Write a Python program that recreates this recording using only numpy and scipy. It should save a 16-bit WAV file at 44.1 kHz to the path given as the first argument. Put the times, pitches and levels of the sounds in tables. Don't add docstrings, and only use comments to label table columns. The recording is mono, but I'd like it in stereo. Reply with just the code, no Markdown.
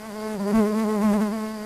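import sys
import numpy as np
from scipy import signal
from scipy.fft import rfft, irfft
from scipy.io import wavfile
from scipy.ndimage import uniform_filter1d

SR = 44100
rng = np.random.default_rng(int(sys.argv[2]) if len(sys.argv) > 2 else 0)


def waveform_to_disk(signal):
    frames = np.transpose(np.atleast_2d(signal))
    scaled = np.clip(frames, -1, 1) * 32767
    samples = np.round(scaled).astype(np.int16)
    wavfile.write(sys.argv[1], SR, samples)


N = 72765

# time_s, left_db, right_db
RASP_LEVELS = [(0.0, -47, -46.5), (0.045, -40.3, -39), (0.15, -42.9, -40.5), (0.165, -41.2, -34.5),
               (0.36, -33.5, -33.5), (0.39, -44, -41.3), (0.405, -38.2, -31), (0.45, -40, -37),
               (0.48, -33.5, -27.5), (0.525, -35.5, -33.5), (0.555, -32.5, -22.5), (0.6, -33, -24),
               (0.645, -38, -27.5), (0.735, -33.6, -30), (0.795, -28, -33.5), (0.855, -30, -34),
               (0.9, -31, -30), (1.005, -30, -34), (1.035, -25, -29.0), (1.095, -23.5, -36.5),
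               (1.14, -26, -28.5), (1.2, -28.0, -37), (1.215, -26.5, -37), (1.275, -28.5, -35.6),
               (1.29, -35.6, -37), (1.44, -32.8, -40), (1.56, -41, -40), (1.65, -39, -44.5)]
# time_s, level_db
EDGE_LEVELS = [(0.0, -50.4), (0.06, -47.5), (0.12, -48.5), (0.24, -44.9), (0.315, -43.1), (0.36, -46.2),
               (0.375, -53.3), (0.405, -46.5), (0.45, -46.8), (0.495, -41.2), (0.525, -43.4), (0.57, -37.2),
               (0.615, -40.7), (0.675, -41.0), (0.735, -46.1), (0.795, -37.5), (0.87, -46.4), (0.9, -41.3),
               (1.005, -45.0), (1.02, -39.9), (1.095, -39.6), (1.125, -42.5), (1.14, -38.8), (1.185, -47.0),
               (1.215, -38.5), (1.305, -47.3), (1.32, -44.5), (1.5, -44.8), (1.56, -49.1), (1.65, -46.4)]
JITTER_HZ = 200


def undb(db):
    return 10 ** (np.asarray(db) / 20)


def unit(x):
    return x / np.sqrt(np.mean(x ** 2))


def curves(table):
    times, *columns = np.array(table, float).T
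    lines = [np.interp(np.arange(N) / SR, times, column) for column in columns]
    return uniform_filter1d(np.array(lines), size=350, axis=1)


def colour(hz, points):
    freq_hz, gain_db = np.array(points, float).T
    return undb(np.interp(np.log(hz + 1), np.log(freq_hz), gain_db))


def walk(rate_hz):
    hold = max(int(SR / rate_hz), 2)
    steps = rng.permutation(rng.standard_normal(2048))[:N // hold + 1]
    return unit(uniform_filter1d(np.repeat(steps, hold), hold)[:N])


def noise(shape, likeness):
    hz = np.arange(N // 2 + 1) * SR / N
    mid, side = irfft(rfft(rng.standard_normal((2, N))) * shape(hz), N)
    return unit(np.sqrt(1 + likeness) * mid + np.sqrt(1 - likeness) * side * np.array([[1], [-1]]))


def swells(table):
    t = np.arange(N) / SR
    return sum(undb([[left_db], [right_db]]) * np.exp(-.5 * ((t - centre_s) / width_s) ** 2)
               for centre_s, width_s, left_db, right_db in table)


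def outdoors():
    # freq_hz, gain_db
    hiss_colour = [(20, 7), (60, 2), (150, 1), (500, 0), (1000, -1), (2500, -9), (6000, -10), (11000, -12),
                   (15500, -20)]
    # time_s, level_db
    band_levels = [(0, -57), (.1, -61), (.2, -51), (.33, -59), (.48, -50), (.62, -58), (.8, -53.5),
                   (1.1, -58), (1.4, -54), (1.65, -53.5)]
    centre_hz, half_width_hz = 4740, 300
    band = noise(lambda hz: 1 / (1 + ((hz - centre_hz) / half_width_hz) ** 2), likeness=0.78)
    hiss = undb(-47) * noise(lambda hz: colour(hz, hiss_colour), likeness=.6)
    return hiss + band * undb(curves(band_levels))


def far_bees():
    # pitch_hz, level_db
    bees = [(228.4, -49.5), (197.6, -63.5)]
    out = 0
    for pitch_hz, level_db in bees:
        phase = 2 * np.pi * np.cumsum(pitch_hz * (1 + .025 * walk(7))) / SR
        buzz = unit(sum(np.cos(k * phase) / k for k in range(1, 12)))
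        drift_db = 2 * walk(5.836)
        pan_db = walk(2.2) * np.array([[1], [-1]])
        out = out + buzz * undb(level_db + drift_db + pan_db)
    return out


def downwash():
    # centre_s, width_s, left_db, right_db
    gusts = [(.57, 0.021, -36, -29.5), (.84, 0.034, -50, -56), (1.06, 0.027, -40, -42),
             (1.16, 0.029, -43, -52)]
    # freq_hz, gain_db
    rumble_colour = [(20, -11), (40, 3), (80, -4.5), (160, -4), (400, -16), (1200, -56)]
    return swells(gusts) * noise(lambda hz: colour(hz, rumble_colour), likeness=-0.0081)


def wing_brushes():
    # centre_s, width_s, left_db, right_db
    touches = [(1.137, .005, -29, -33), (1.21, .006, -34, -37)]
    # freq_hz, gain_db
    scuff_colour = [(200, 8), (800, 11), (1500, 6), (3000, -13), (9000, -8), (15000, -55)]
    return swells(touches) * noise(lambda hz: colour(hz, scuff_colour), likeness=0.62)


def wing_air(phase):
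    # freq_hz, gain_db
    air_colour = [(250, 4), (600, 4), (1200, 2), (2000, -3), (3200, -5.5), (5500, -4.5), (8000, -4),
                  (11000, -5), (13500, -9), (15500, -20)]
    sharpness, depth, return_share = 4., 1.9, .4
    puffs = np.exp(sharpness * (np.cos(phase) - 1))
    puffs += return_share * np.exp(sharpness * (-np.cos(phase) - 1))
    pulsing = unit(1 + depth * puffs * undb(2.0 * walk(JITTER_HZ)))
    near_db = curves(RASP_LEVELS)
    middle_db = near_db.mean(axis=0)
    level_db = -39 + 0.33 * (middle_db + 28.5) + 0.61 * (curves(EDGE_LEVELS) + 39)
    pan_db = .25 * (near_db - middle_db)
    return pulsing * noise(lambda hz: colour(hz, air_colour), likeness=0.01) * undb(level_db + pan_db)


def wing_tone(phase, mean_beat_hz):
    # time_s, first_left_db, first_right_db, second_left_db,
    # second_right_db
    hum_levels = [(0.0, -42, -44.5, -49, -49.5), (0.075, -34, -39, -55.5, -49),
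                  (0.24, -40, -29, -35.5, -31.5), (0.285, -27.5, -34, -42, -34),
                  (0.36, -26, -31.5, -40, -33), (0.375, -36, -29.5, -49, -37), (0.42, -36, -19, -40, -36),
                  (0.51, -19, -32, -38, -23), (0.54, -24.5, -13, -37, -40), (0.6, -21.5, -12, -26.5, -21),
                  (0.645, -36, -17, -37.5, -21.5), (0.705, -36, -21.5, -21.5, -24),
                  (0.735, -26.5, -20.5, -46, -33.5), (0.765, -15.5, -30, -27, -30),
                  (0.855, -19, -25, -32, -39), (0.9, -26, -24.5, -29, -32), (1.035, -16.5, -25.5, -40, -30),
                  (1.05, -11, -25, -41, -50), (1.125, -14, -24, -34.5, -25.5),
                  (1.155, -22.5, -17, -31.5, -47), (1.23, -13, -32.5, -28.5, -35),
                  (1.305, -28.5, -24.5, -38, -43.5), (1.365, -25.5, -27, -41, -49),
                  (1.44, -22.5, -37, -32, -42.5), (1.53, -35.5, -30.5, -48, -49.5),
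                  (1.65, -30, -36, -40.5, -42)]
    # freq_hz, gain_db
    partial_colour = [(640, 0), (855, -5), (1070, -5.5), (1290, -11.5), (1500, -16), (1720, -17),
                      (2140, -18.5), (2450, -26), (3000, -30), (3600, -36), (6000, -42)]
    first_trim_db, second_trim_db, rasp_trim_db, edge_trim_db = -1, 4.5, 0.5, -1
    skew_rad = 1
    rest_lag_rad, turn_lag_rad, octave_lag_rad, scatter_rad = 0.36, 0.91, 2.36, 0.9
    wander_hz, return_drift_hz = 18.02, 6.084

    hum_db = curves(hum_levels)
    sides = np.array([[.5], [-.5]])
    turn = np.tanh((hum_db[0] - hum_db[1]) / 6.5)
    side_lag = sides * (rest_lag_rad + turn_lag_rad * turn)
    octave_lag = sides * octave_lag_rad * turn
    first = undb(hum_db[:2] + first_trim_db) * np.cos(phase + skew_rad - side_lag)
    second = undb(hum_db[2:] + second_trim_db) * np.cos(2 * phase + skew_rad + octave_lag)
    out = first + second

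    near_db = curves(RASP_LEVELS)
    rasp_db = near_db + rasp_trim_db
    edge_db = curves(EDGE_LEVELS) + edge_trim_db + 0.33 * (near_db - near_db.mean(axis=0))
    return_rad = 2 * np.pi * (0.41 + 0.016 * np.array([walk(return_drift_hz), walk(return_drift_hz)]))
    for orders, band_db in (np.arange(3, 7), rasp_db), (np.arange(7, 26), edge_db):
        gains = colour(orders * mean_beat_hz, partial_colour)
        level = undb(band_db + 0.33 * walk(JITTER_HZ)) / np.sqrt(np.sum(gains ** 2))
        for k, gain in zip(orders, gains):
            wander_db = 1.1 * np.array([walk(wander_hz), walk(wander_hz)])
            side_shift = sides * scatter_rad * walk(wander_hz) - 0.82 * side_lag * (3 / k) ** 2
            treble_lag = 1.16 * (k / 10) ** 3
            angle = k * phase + skew_rad + side_shift - treble_lag
            return_share = .45 * min(k / 8, 1) ** 2
            strokes = np.cos(angle) + return_share * np.cos(angle - k * return_rad)
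            out = out + gain * level * undb(wander_db) * strokes / np.hypot(1, return_share)
    return np.sqrt(2) * out


def near_bee():
    # time_s, pitch_hz
    wingbeat = [(0.0, 208.9), (0.06, 224.7), (0.09, 217.3), (0.12, 196.7), (0.165, 218), (0.21, 210.9),
                (0.225, 216.7), (0.315, 216.3), (0.345, 213.9), (0.39, 175.9), (0.405, 206.9),
                (0.45, 192.6), (0.465, 202.7), (0.51, 211.5), (0.525, 182.1), (0.54, 225.3), (0.585, 222.3),
                (0.645, 200.7), (0.675, 214.7), (0.72, 211.5), (0.735, 202.4), (0.75, 214.4), (0.825, 225),
                (0.855, 204.1), (0.9, 217.4), (0.945, 214.5), (0.99, 200.1), (1.005, 198.4), (1.035, 220.4),
                (1.125, 199.2), (1.155, 220.3), (1.185, 198.4), (1.2, 193.6), (1.215, 222.8),
                (1.305, 197.8), (1.335, 225.7), (1.395, 216), (1.53, 217.5), (1.62, 209.9), (1.65, 218.6)]
    beat_hz = curves(wingbeat)[0]
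    unsteadiness = 1 + .0025 * walk(JITTER_HZ) + .0035 * walk(rate_hz=50)
    phase = 2 * np.pi * np.cumsum(beat_hz * unsteadiness) / SR
    return downwash() + wing_brushes() + wing_tone(phase, beat_hz.mean()) + wing_air(phase)


def scene():
    return near_bee() + far_bees() + outdoors()


def record(dry):
    cutoff_hz = 14900
    return signal.sosfilt(signal.ellip(8, .2, 80, cutoff_hz, fs=SR, output="sos"), dry)


dry = scene()
out = record(dry)
waveform_to_disk(out)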